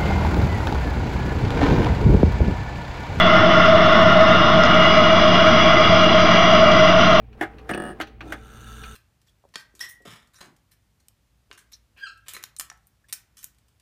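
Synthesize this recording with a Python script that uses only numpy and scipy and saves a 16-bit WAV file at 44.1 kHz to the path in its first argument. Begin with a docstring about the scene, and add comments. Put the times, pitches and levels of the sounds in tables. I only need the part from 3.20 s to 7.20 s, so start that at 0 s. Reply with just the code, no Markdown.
"""A fuel-burning engine heater outdoors, the microphone just above its sheet-metal cover.
From the start the turbulent flame roars in burner tube and exhaust, while the blower hums and its air
rushes through the casing. From 1.2 s the microphone drifts to a brighter spot, and three small ticks
pass on the way, near 1.45 s. The tube's drone swells near 3.4 s, and the heater runs steadily on.
Throughout, the loudest peaks overload the recorder."""
import sys
import numpy as np
from scipy import signal
from scipy.fft import rfft, irfft
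from scipy.io import wavfile
from scipy.ndimage import uniform_filter1d, map_coordinates

SR = 44100
rng = np.random.default_rng(int(sys.argv[2]) if len(sys.argv) > 2 else 0)


def bounce(signal):
    """Save signal as a 16-bit WAV file at the path given by the first command-line argument."""
    frames = np.transpose(np.atleast_2d(signal))
    limited = np.clip(frames, -1, 1)
    pcm = np.round(limited * 32767).astype(np.int16)
    wavfile.write(sys.argv[1], SR, pcm)


N = 176400


def undb(db):
    """Decibels to gain."""
    return 10 ** (np.asarray(db) / 20)


def wander(per_s):
    """Random levels, per_s of them a second, smoothed twice; spread near 1."""
    hold = max(int(SR / per_s), 1)
    steps = np.repeat(rng.standard_normal(N // hold + 1), hold)
    return np.sqrt(np.e - 1) * uniform_filter1d(uniform_filter1d(steps, hold), hold)[:N]


def frequencies():
    """The frequency axis of a spectrum in Hz, kept above zero."""
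    return np.maximum(np.arange(N // 2 + 1) * SR / N, 1)


def turbulence(gain):
    """Random pressure shaped by a gain for each frequency."""
    return irfft(rfft(rng.standard_normal(N)) * gain, N)


def resonance(pitch_hz, width_hz):
    """Turbulence ringing in one steep-sided resonance, at rms 1."""
    hz = frequencies()
    detuning = (hz ** 2 - pitch_hz ** 2) / (hz * width_hz)
    ring = turbulence(1 / (1 + detuning ** 2))
    return ring / ring.std()


def ringing(modes):
    """A set of resonances driven by turbulence."""
    return sum(undb(level_db) * resonance(pitch_hz, width_hz) for pitch_hz, width_hz, level_db in modes)


# Broad bed of flame and air between the resonances: frequency_hz, level_db_per_hz
RUSH_SPECTRUM = [(25, -56), (50, -51), (250, -48.5), (520, -72), (900, -55.5), (1500, -59.5), (2550, -67),
                 (3400, -75.5), (3850, -69), (4500, -73.5), (6200, -86.5), (6900, -104)]

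def gas_rush():
    """Moving gas rumbles and hisses behind everything else."""
    frequency_hz, level_db_per_hz = np.array(RUSH_SPECTRUM).T
    spectrum_db = np.interp(np.log(frequencies()), np.log(frequency_hz), level_db_per_hz)
    return turbulence(undb(spectrum_db) * np.sqrt(SR / 2))


# Small sharp ticks: start_s, level_db
TICK_EVENTS = [(1.4362, -16), (1.452, -21), (1.4657, -27)]

def ticks(t, decay_s=0.0013):
    """Bright bursts of noise that die at once."""
    envelope = sum(undb(level_db) * (t >= start_s) * np.exp(-np.abs(t - start_s) / decay_s)
                   for start_s, level_db in TICK_EVENTS)
    return envelope * resonance(pitch_hz=5200, width_hz=2700)


# Air whistles beamed across the microphone's path: pitch_hz, width_hz, level_db, loudest_s, spread_s
WHISTLE_BEAMS = [(1810, 18, -35, 0.33, .6), (2329, 15, -37, 3.0, 0.91), (2840, 15, -30.5, 2.5, 1.3),
                 (2888, 36, -27, 1.73, 0.25), (3260, 20, -36, 3.9, 0.58), (3356, 14, -33.5, 2.23, 0.54),
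                 (3415, 16, -37.5, 0.43, .8), (3670, 20, -37.5, 1.05, .4), (4776, 17, -42.5, 3.0, 0.57),
                 (5144, 22, -45.5, 1.6, .9), (5440, 25, -47, .3, 0.54), (5790, 22, -47, 3.4, 0.98)]

def air_whistles(t):
    """Thin whistles of the air path come forward and fade as the microphone passes them."""
    return sum(undb(level_db) * resonance(pitch_hz, width_hz) / np.sqrt(1 + ((t - at_s) / spread_s) ** 4)
               for pitch_hz, width_hz, level_db, at_s, spread_s in WHISTLE_BEAMS)


def blower_hum(pitch_hz=180.24, level_db=-25.5, speed_spread=0.0034):
    """The blower hums at one cycle per turn of its shaft, at a nearly constant speed."""
    shaft_hz = pitch_hz * (1 + speed_spread * wander(per_s=4))
    phase = 2 * np.pi * np.cumsum(shaft_hz) / SR
    return undb(level_db) * np.sqrt(2) * np.sin(phase)


# Blower and casing resonances from two spots: pitch_hz, width_hz, first_spot_db, second_spot_db
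CASING_MODES = [(1394, 60, -22.5, -26), (1465, 150, -31.5, -30.5), (1638, 58, -39, -38.5),
                (1778, 151, -33.5, -41), (1921, 110, -34, -31), (2021, 68, -27.5, -30.5),
                (2113, 190, -32, -29.5), (2304, 73, -45.5, -34), (2403, 86, -46.5, -40),
                (2750, 160, -34, -33), (2877, 140, -32, -29), (3063, 95, -34.5, -34.5),
                (3265, 94, -39, -33), (3350, 140, -36, -30), (3454, 130, -34, -40), (3608, 170, -39, -37.5),
                (4052, 150, -47.5, -41.5), (4883, 200, -48, -38), (5160, 150, -48, -42.5),
                (5470, 139, -49, -51), (5814, 320, -50, -42.5), (6186, 500, -53, -51)]

def casing_air(place, swell_db=1.6, flutter_db=1):
    """Blower air rings the casing; each resonance's strength depends on where the microphone is."""
    air = np.zeros(N)
    for pitch_hz, width_hz, first_spot_db, second_spot_db in CASING_MODES:
        level_db = first_spot_db + (second_spot_db - first_spot_db) * place
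        air += resonance(pitch_hz, width_hz) * undb(level_db + swell_db * wander(per_s=5.02))
    return air * undb(flutter_db * wander(per_s=35))


# Reflections from the metal close to the microphone: delay_s, gain
PANEL_REFLECTIONS = [(.0061, 0.092), (.0137, 0.32), (.0263, 0.26)]

def panel_echoes(sound, t, place, shift_s=0.000409):
    """Nearby metal adds short echoes whose colour shifts as the microphone moves."""
    echoes = np.zeros(N)
    for k, (delay_s, gain) in enumerate(PANEL_REFLECTIONS):
        path_s = delay_s + (-1) ** k * shift_s * place  # paths lengthen and shorten by turns
        echoes += gain * map_coordinates(sound, [(t - path_s) * SR], mode="mirror")
    total_power = 1 + sum(gain ** 2 for _, gain in PANEL_REFLECTIONS)
    return (sound + echoes) / np.sqrt(total_power)


# The burner tube's close pair of resonances: pitch_hz, width_hz, level_db
TUBE_MODES = [(633.6, 37, -17.5), (668.4, 56, -23)]
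# Rise and fall of the flame's drone in the tube: time_s, gain_db
DRONE_CURVE = [(0, -1.5), (.45, 1.5), (1.05, 1.5), (1.3, -1), (1.75, -1.5), (2.05, 0), (2.8, -1),
               (3.2, 1.5), (3.42, 3.5), (3.65, 0.5), (4, 1.5)]

def tube_drone(t, evenness=0.17):
    """The flame keeps the tube oscillating near its limit, which evens out its swings a little."""
    tube = ringing(TUBE_MODES)
    swing = np.abs(signal.hilbert(tube)) / tube.std()
    drone = tube / (swing ** 2 + 0.5) ** (evenness / 2)
    drone *= tube.std() / drone.std()
    time_s, gain_db = np.array(DRONE_CURVE).T
    return drone * undb(np.interp(t, time_s, gain_db))


# Resonances of combustion chamber and exhaust: pitch_hz, width_hz, level_db
CHAMBER_MODES = [(99, 89, -31), (174, 32, -31), (224, 27, -29.5), (326.4, 71, -28), (434.4, 98, -34),
                 (788, 72, -34.5), (1019, 62, -32.5), (1101.5, 77, -25), (1210.5, 110, -25),
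                 (1268, 38, -25.5), (1336.5, 67, -29)]

def flame(t, flutter_db=0.3):
    """The turbulent flame drones in the tube and roars in chamber and exhaust, all fluttering together."""
    roar = tube_drone(t) + ringing(CHAMBER_MODES)
    return roar * undb(flutter_db * wander(per_s=30))


# The microphone's path over the cover: time_s, place (0 = first spot, 1 = second, brighter spot)
MICROPHONE_PATH = [(0, 0.12), (1.2, 0), (1.7, 0.83), (2.4, 1.04), (3.2, 1.09), (4, 0.74)]

def scene():
    """The heater at close range, on one microphone drifting just above the cover."""
    t = np.arange(N) / SR
    place = np.interp(t, *np.array(MICROPHONE_PATH).T)
    direct = gas_rush() + ticks(t) + blower_hum() + flame(t) + air_whistles(t)
    casing = panel_echoes(casing_air(place), t, place)
    return (direct + casing)[None]


def record(dry, levelling_s=0.025, levelling_share=0.25, input_db=0.68, offset=-0.1, ceiling=0.71):
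    """The recorder rides the gain quickly, overloads on peaks, cuts the treble and clips faintly."""
    window = int(levelling_s * SR)
    power = uniform_filter1d(uniform_filter1d(dry ** 2, window), window)
    auto_gain = (power / power.mean()) ** (-levelling_share / 2)
    driven = undb(input_db) * dry * auto_gain + offset
    # The input sits off centre, so the deepest troughs round off first.
    rounded = driven / (1 + (driven / ceiling) ** 20) ** (1 / 20)
    treble_cut = signal.butter(14, 6900, fs=SR, output="sos")
    clipped = np.clip(signal.sosfiltfilt(treble_cut, rounded), -ceiling, ceiling)
    output_lowpass = signal.ellip(8, 0.1, 70, 15870, fs=SR, output="sos")
    return signal.sosfilt(output_lowpass, clipped)


dry = scene()
out = record(dry)
bounce(out)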